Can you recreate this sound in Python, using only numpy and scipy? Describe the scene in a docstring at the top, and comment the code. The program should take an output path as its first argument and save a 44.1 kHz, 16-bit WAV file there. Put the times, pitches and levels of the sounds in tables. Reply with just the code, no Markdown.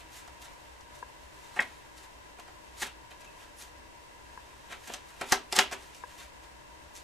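"""Playing cards handled in a small room: they rub off the deck, snap and tick as they flick, touch and
settle, and clap into the palm as a packet. A fingertip squeaks, an edge zips, and one loud snap's puff
of air thumps the microphone. Walls and furniture answer within milliseconds. A fan murmurs,
the microphone whines faintly, and something close to it knocks lightly three times."""
import sys
import numpy as np
from scipy import signal
from scipy.fft import rfft, irfft
from scipy.io import wavfile

SR = 44100
rng = np.random.default_rng(int(sys.argv[2]) if len(sys.argv) > 2 else 0)


def store_pcm(level_fs):
    """Save levels as 16-bit WAV."""
    pcm = np.round(np.clip(level_fs, -1, 1) * 32767).astype(np.int16)
    wavfile.write(sys.argv[1], SR, np.atleast_2d(pcm).T)


N = 310023
TIME = np.arange(N) / SR


def amp(db):
    """Decibels to gain."""
    return 10 ** (np.asarray(db) / 20)


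def unit(x):
    """Scale to rms 1."""
    return x / np.sqrt(np.mean(x ** 2) + 1e-20)


def curve_at(points, hz):
    """Interpolate a table over log frequency."""
    freq_hz, value = np.transpose(points)
    return np.interp(np.log(hz + 1), np.log(freq_hz + 1), value)


def pulse(spectrum, size=2048):
    """Minimum-phase pulse with the given spectrum, peak 1."""
    log_gain = np.log(amp(curve_at(spectrum, abs(np.fft.fftfreq(size, 1 / SR)))))
    wave = np.fft.ifft(np.exp(np.conj(signal.hilbert(log_gain)))).real[:size // 2]
    return wave / abs(wave).max()


def strike(starts_s, levels_db, sound):
    """One copy of the sound per start and level."""
    blows = np.zeros(N)
    blows[np.round(np.asarray(starts_s) * SR).astype(int)] = amp(levels_db)
    return signal.oaconvolve(blows, sound)[:N]


def ring(modes, size=16384):
    """Sum of decaying sines."""
    t = TIME[:size]
    return sum(amp(db) * np.exp(-np.log(1000) * t / t60_s) * np.sin(2 * np.pi * hz * t)
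               for hz, db, t60_s in modes)


def stereo_pair(a, b, correlation):
    """Two correlated channels from two independent signals."""
    mid = a * np.sqrt((1 + correlation) / 2)
    side = b * np.sqrt((1 - correlation) / 2)
    return np.array([mid + side, mid - side])


# noise floor: freq_hz, density_db
FLOOR_SPECTRUM = [(20, -7.5), (42, -3), (60, 5.5), (85, -7), (160, -7), (330, -7.5), (750, -8),
                  (1400, -11.5), (2000, -13.5), (4400, -19.5), (7300, -22.5), (10000, -28), (14000, -34.5),
                  (16000, -41)]
# its stereo width: freq_hz, correlation
FLOOR_CORRELATION = [(30, 0.72), (65, .95), (110, 0.65), (190, -0.77), (330, -0.099), (780, -0.3),
                     (940, 0.19), (1250, -0.79), (1700, -0.069), (4000, -0.3), (9000, 0.23)]
# its balance: freq_hz, left_minus_right_db
FLOOR_BALANCE = [(60, 0.5), (180, 0.5), (550, 2.5), (1650, 2.5), (4970, -1.5), (15000, -2.5)]
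# fan housing resonances: freq_hz, width_hz, lift_db
FAN_RESONANCES = [(315.3, 5.9, 10), (594.5, 27, 7.5), (938.4, 29, 7.5), (999, 116, 9.5), (1646, 100, 6),
                  (1997, 83, 6), (2710, 115, 6)]
# electrical whines: pitch_hz, level_db
WHINES = [(2697, -77), (3090, -77.5), (3736, -78.5), (5448, -81), (7736, -80), (10557, -88)]
def background(floor_db=-51, waver_db=.5, waver_hz=12, whine_trim_db=-1):
    """Room rumble, a fan in its resonant housing, microphone hiss and thin whines."""
    hz = np.fft.rfftfreq(N, 1 / SR)
    fan_db = sum(lift_db / (1 + (2 * (hz - freq_hz) / width_hz) ** 2)
                 for freq_hz, width_hz, lift_db in FAN_RESONANCES)
    colour_db = curve_at(FLOOR_SPECTRUM, hz) + fan_db
    balance_db = np.array([[.5], [-.5]]) * curve_at(FLOOR_BALANCE, hz)
    noise = stereo_pair(*rfft(rng.standard_normal((2, N))), curve_at(FLOOR_CORRELATION, hz))
    floor = unit(irfft(noise * amp(colour_db + balance_db), N))
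    waver = unit(irfft(rfft(rng.standard_normal(N)) / (1 + (hz / waver_hz) ** 2), N))
    whine = sum(amp(db + whine_trim_db) * np.sin(2 * np.pi * (pitch_hz * TIME + rng.random()))
                for pitch_hz, db in WHINES)
    return amp(floor_db + waver_db * waver) * floor + np.sqrt(2) * whine


def friction(spectrum, grains_per_s, smooth, grit_db=3):
    """Paper fibres catch and let go: uneven tiny clicks over a smooth rub."""
    catches = (rng.random(N) < grains_per_s / SR) * rng.standard_normal(N)
    catches *= amp(grit_db * rng.uniform(-1.8, 1.8, N))
    rub = unit(catches) + smooth * rng.standard_normal(N)
    return unit(signal.oaconvolve(rub, pulse(spectrum))[:N])


def stroke(peak_s, rise_s, fall_s, drop_db=13):
    """A rub speeds up and slows: its sample span and relative speed."""
    span = slice(*np.searchsorted(TIME, [peak_s - 4 * rise_s, peak_s + 4 * fall_s]))
    from_peak = np.maximum((peak_s - TIME[span]) / rise_s, (TIME[span] - peak_s) / fall_s)
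    return span, amp(-drop_db * from_peak ** 1.05)


def stirring(swing_db=5.5, knots_per_s=4.05):
    """Restless fingers: a randomly wandering gain."""
    knots = rng.standard_normal(256)
    return amp(swing_db * np.interp(TIME * knots_per_s, np.arange(len(knots)), knots))


# card rubbing on card: peak_s, length_s, hiss_db, rasp_over_hiss_db
SLIDES = [(.005, .044, -55, 5.5), (0.164, 0.12, -49.5, -1), (0.423, .025, -47.5, -2.5),
          (0.449, .06, -53, 0.5), (0.955, 0.032, -57.5, -4), (.99, 0.036, -58, -12),
          (1.435, 0.053, -61.5, -9), (1.572, 0.12, -56, 1), (1.981, 0.067, -54.5, -3),
          (2.044, .05, -56.5, 3), (2.814, 0.065, -39, -3.5), (2.826, .024, -31.5, 3),
          (2.863, 0.055, -48.5, 6.5), (3.114, 0.023, -53, 7.5), (3.21, .028, -55, -7),
          (3.416, 0.15, -59, 5), (3.617, 0.088, -48, -3), (4.724, 0.048, -51, 10.5),
          (4.84, 0.14, -57.5, 1.5), (4.881, 0.039, -46.5, 1.5), (4.928, 0.049, -46.5, 1.5),
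          (5.095, 0.11, -59, 4.5), (5.296, 0.074, -45.5, 1), (5.321, 0.016, -32, 4), (5.562, .022, -28, 0),
          (5.597, 0.044, -40, 12), (5.73, 0.026, -38.5, 1), (5.823, 0.16, -58, 3), (5.966, 0.064, -55, -15),
          (6.108, 0.13, -59, 4.5), (6.205, 0.1, -50.5, 2), (6.438, 0.034, -58.5, 3),
          (6.973, 0.063, -49, -15)]
# short rub at each snap: rise_s, fall_s, hiss_over_crack_db, rasp_over_pop_db
RELEASE_RUB = (0.0115, 0.03, -30.5, -13)
# low and high friction bands: freq_hz, level_db
RASP_SPECTRUM = [(60, -29), (200, -3.5), (400, -6), (900, 0.5), (1700, 6), (3000, 3.5), (4200, -0.5),
                 (8000, -50.5)]
HISS_SPECTRUM = [(1000, -20.5), (2800, -3.5), (3800, 2), (5200, 1.5), (7200, 3.5), (9500, -2), (12500, -5),
                 (15000, -19)]
def slides(rise_share=.47, rasp_trim_db=-7, hiss_trim_db=-1.5, stir_rasp_db=-73, stir_hiss_db=-72):
    """Friction of sliding cards, of each snap's release and of the fingers in between."""
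    rubs = [(peak_s, length_s * rise_share, length_s * (1 - rise_share), hiss_db, hiss_db + over_db)
            for peak_s, length_s, hiss_db, over_db in SLIDES]
    rise_s, fall_s, hiss_over_db, rasp_over_db = RELEASE_RUB
    rubs += [(start_s, rise_s, fall_s, crack_db + hiss_over_db, pop_db + rasp_over_db)
             for start_s, crack_db, pop_db, _ in SNAPS]
    stir = stirring()
    rasp_power = (amp(stir_rasp_db) * stir) ** 2
    hiss_power = (amp(stir_hiss_db) * stir) ** 2
    for peak_s, rise_s, fall_s, hiss_db, rasp_db in rubs:
        span, speed = stroke(peak_s, rise_s, fall_s)
        rasp_power[span] += (amp(rasp_db + rasp_trim_db) * speed) ** 2
        hiss_power[span] += (amp(hiss_db + hiss_trim_db) * speed) ** 2
    rasp = np.sqrt(rasp_power) * friction(RASP_SPECTRUM, grains_per_s=1500, smooth=.87)
    hiss = np.sqrt(hiss_power) * friction(HISS_SPECTRUM, grains_per_s=1800, smooth=.53)
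    return rasp + hiss


# echoes off the sloping ceiling and walls: delay_s, level_db
REFLECTIONS = [(.0042, -11), (.0058, -14), (.0088, -25), (0.015, -15.5)]
def first_reflections(x, cutoff_hz=7000):
    """Single echoes, slightly duller than the direct sound."""
    dull = signal.sosfilt(signal.butter(1, cutoff_hz, fs=SR, output="sos"), x)
    return sum(amp(db) * np.interp(TIME - delay_s, TIME, dull, left=0) for delay_s, db in REFLECTIONS)


# reverberation colour: freq_hz, gain_db
ROOM_SPECTRUM = [(60, -17), (170, -4), (260, 4), (500, 5), (650, 7), (1000, 9.5), (1750, 2), (2500, 5),
                 (5000, -1), (12000, -3.5)]
# tail decay: freq_hz, t60_s
ROOM_DECAY = [(200, 0.39), (600, 0.18), (1500, 0.2), (3700, 0.25), (7000, 0.15), (12000, 0.12)]
# furniture and corner resonances: freq_hz, level_db, t60_s
FURNITURE_MODES = [(242.8, -51.5, 0.25), (390.3, -47, 0.21), (566.5, -43.5, 0.14), (753, -35.5, 0.09),
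                   (864, -45.5, 0.12), (1320, -40.5, 0.11), (2048, -42.5, 0.096)]
def room(x, gap_s=.0028, taps_per_s=6000, early_t60_s=.016, early_db=-5.5, late_db=-4.5, size=16384):
    """Near reflections, a short tail and ringing furniture at two close microphone ports."""
    t = TIME[:size]
    taps = rng.choice([-1., 1.], (2, size)) * (rng.random((2, size)) < taps_per_s / SR) * (t > gap_s)
    taps = stereo_pair(*taps, correlation=.67)
    early = taps * np.exp(-np.log(1000) * np.maximum(t - gap_s, 0) / early_t60_s)
    hz, frame_s, bands = signal.stft(taps, SR, nperseg=128)
    t60_s = curve_at(ROOM_DECAY, hz)[:, None]
    bands = bands * np.exp(-np.log(1000) * frame_s / t60_s) / np.sqrt(t60_s)
    late = signal.istft(bands, SR)[1][:, :size]
    echoes = (amp(early_db) * unit(early) + amp(late_db) * unit(late)) / np.sqrt(size)
    colour = amp(curve_at(ROOM_SPECTRUM, np.fft.rfftfreq(2 * size, 1 / SR)))
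    response = irfft(rfft(echoes, 2 * size) * colour)[:, :size]
    response += ring(FURNITURE_MODES) * np.minimum(t / gap_s, 1)
    return signal.fftconvolve(x[None], response, axes=1)[:, :N]


def drifting_room(x, patterns=5, step_s=.05):
    """The hands keep moving, so the sound crossfades through a cycle of reflection patterns."""
    distance = abs((TIME / step_s - np.arange(patterns)[:, None] + 1) % patterns - 1)
    shares = np.cos(np.pi / 2 * np.minimum(distance, 1))
    return sum(room(x * share) for share in shares)


# snaps and light ticks as cards flick, touch, catch and settle: start_s, crack_db, pop_db, puff_db
SNAPS = [(0.2779, -36, -42, -63), (.810, -42.5, -60, -66), (1.5638, -33, -31.5, -40),
         (1.572, -42, -29, -53), (1.6047, -23.5, -26, -38), (1.6232, -29, -45, -54),
         (2.388, -44, -39.5, -46.5), (2.398, -30.5, -45, -62), (2.480, -43, -41, -50),
         (2.821, -29, -30, -35.5), (3.247, -39, -46, -50), (4.7253, -31, -38.5, -44),
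         (4.876, -29.5, -43, -50), (4.898, -34, -34.5, -35), (4.9383, -21.5, -36, -46),
         (5.2132, -20.5, -23.5, -27.5), (5.3231, -2.5, -11.5, -20), (5.526, -11, -24, -30.5),
         (5.565, -10, -24, -32.5), (5.581, -17, -23, -24), (5.589, 1, -11, -31.5), (5.593, -22, -31, -39),
         (5.714, -29, -32, -49), (5.725, -27, -26.5, -31), (5.9486, -34, -58, -59),
         (6.954, -34, -61.5, -64)]
# edge crack, face pop, air puff: freq_hz, level_db
CRACK_SPECTRUM = [(500, -53.5), (1800, 0), (2800, 2), (4300, -0.5), (6300, 2.5), (8000, -2), (10000, -9.5),
                  (12500, -11), (15000, -26.5)]
POP_SPECTRUM = [(150, -41.5), (370, -5.5), (490, -9), (760, 5), (950, 2.5), (1150, -2), (1900, 0),
                (2700, -10), (4500, -22.5), (12000, -47)]
PUFF_SPECTRUM = [(30, -17), (110, -12.5), (230, -4), (400, 4), (650, -4), (1500, -30), (8000, -82)]
# card face resonances: freq_hz, level_db, t60_s
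CARD_MODES = [(755, -0.5, 0.04), (933, -14, 0.058), (1302, -7.5, 0.029), (1480, -13, 0.075),
              (1900, -18, 0.038)]
def snaps(scrape_s=.00056, flutter_s=.0014, scrape_db=-14, ring_db=-18, crack_trim_db=-1, puff_trim_db=-3):
    """The edge scrapes, cracks and flutters; the face pops, rings and pushes out air."""
    starts_s, crack_db, pop_db, puff_db = np.transpose(SNAPS)
    force = np.zeros(N)
    for start_s, db in zip(starts_s, crack_db):
        near = abs(TIME - start_s) < .02
        t = TIME[near] - start_s
        force[near] += amp(db + scrape_db) * np.exp(np.minimum(t / scrape_s, -t / flutter_s))
    scrape = force * friction(CRACK_SPECTRUM, grains_per_s=5300, smooth=.72, grit_db=6)
    crack = strike(starts_s, crack_db + crack_trim_db, pulse(CRACK_SPECTRUM))
    pop = strike(starts_s, pop_db, pulse(POP_SPECTRUM))
    ringing = strike(starts_s, pop_db + ring_db, ring(CARD_MODES))
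    puff = strike(starts_s, puff_db + puff_trim_db, pulse(PUFF_SPECTRUM))
    return -(scrape + crack + pop + ringing + puff)


# knocks near the microphone: start_s, level_db
KNOCKS = [(1.0268, -30.5), (4.375, -35.5), (6.037, -30)]
# their resonances: freq_hz, level_db, t60_s
KNOCK_MODES = [(493, -8, 0.048), (686, -32, 0.011), (987, 5.5, 0.037), (1630, -0.5, 0.036)]
def knocks(contact_s=.00038, trim_db=-2, left_lag_s=.00014, right_db=-6):
    """Dry, soft-edged knocks, louder and slightly later on the left."""
    starts_s, levels_db = np.transpose(KNOCKS)
    tock = amp(trim_db) * ring(KNOCK_MODES)
    tock *= 1 - np.exp(-(TIME[:len(tock)] / contact_s) ** 2)
    return np.array([strike(starts_s + left_lag_s, levels_db, tock),
                     strike(starts_s, levels_db + right_db, tock)])


# packet landing in the cupped hand: start_s, level_db
CLAPS = [(1.5622, -48), (1.59, -17)]
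# air pocket and card resonances: freq_hz, level_db, t60_s
PACKET_MODES = [(232, -16.5, 0.011), (670, -13.5, 0.018), (925, -4, 0.0087), (1617, -3, 0.012),
                (1920, -1.5, 0.019), (2133, -4, 0.019), (2590, -10.5, 0.015), (3290, -12, 0.012)]
def claps(closing_s=.0016):
    """The packet traps air against the hand: a hollow clack that swells as the gap closes."""
    clack = ring(PACKET_MODES)
    clack *= 1 - np.exp(-(TIME[:len(clack)] / closing_s) ** 2)
    return strike(*np.transpose(CLAPS), clack / abs(clack).max())


# fingertip squeaking on a card: time_s, pitch_hz, level_db
FINGER_SQUEAK = [(3.20, 2650, -70), (3.215, 2600, -62), (3.25, 2650, -84), (3.29, 2584, -62),
                 (3.31, 2570, -70), (3.33, 2610, -78)]
# card edge slowing along the deck: time_s, pitch_hz, level_db
EDGE_ZIP = [(3.565, 11550, -70), (3.58, 10600, -59), (3.60, 9800, -56), (3.62, 8500, -70),
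            (3.66, 7600, -79)]
def stick_slip(track, width_hz):
    """Narrow hiss whose pitch follows the speed of the stroke."""
    times_s, pitch_hz, level_db = np.transpose(track)
    lowpass = signal.butter(2, width_hz / 2, fs=SR, output="sos")
    fuzz = unit(signal.sosfilt(lowpass, rng.standard_normal(N)))
    tone = np.sqrt(2) * np.sin(2 * np.pi * np.cumsum(np.interp(TIME, times_s, pitch_hz)) / SR)
    return np.interp(TIME, times_s, amp(level_db), left=0, right=0) * fuzz * tone


# air push on the microphone ports: start_s, left_db, right_db
AIR_THUMP = (5.3232, -16, -12.5)
def air_thump(push_s=.00061):
    """One loud snap's puff of air thumps the microphone, pushing its two ports in opposite directions."""
    start_s, left_db, right_db = AIR_THUMP
    age = TIME[:512] / push_s
    push = age * np.exp(1 - age)
    return np.array([strike([start_s], left_db, push), -strike([start_s], right_db, push)])


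def scene():
    """Cards, direct and through the room, with a dry thump and knocks over the steady background."""
    cards = slides() + stick_slip(EDGE_ZIP, width_hz=1300) + stick_slip(FINGER_SQUEAK, width_hz=230)
    cards += snaps() + claps()
    return cards + first_reflections(cards) + drifting_room(cards) + air_thump() + knocks() + background()


def record(dry, ceiling=.9, cutoff_hz=15600):
    """Clip the sharpest peaks, then band-limit."""
    clipped = np.clip(dry, -ceiling, ceiling)
    lowpass = signal.firwin(255, cutoff_hz, window=("kaiser", 9), fs=SR)
    return signal.oaconvolve(clipped, lowpass[None], "same", axes=1)


dry = scene()
out = record(dry)
store_pcm(out)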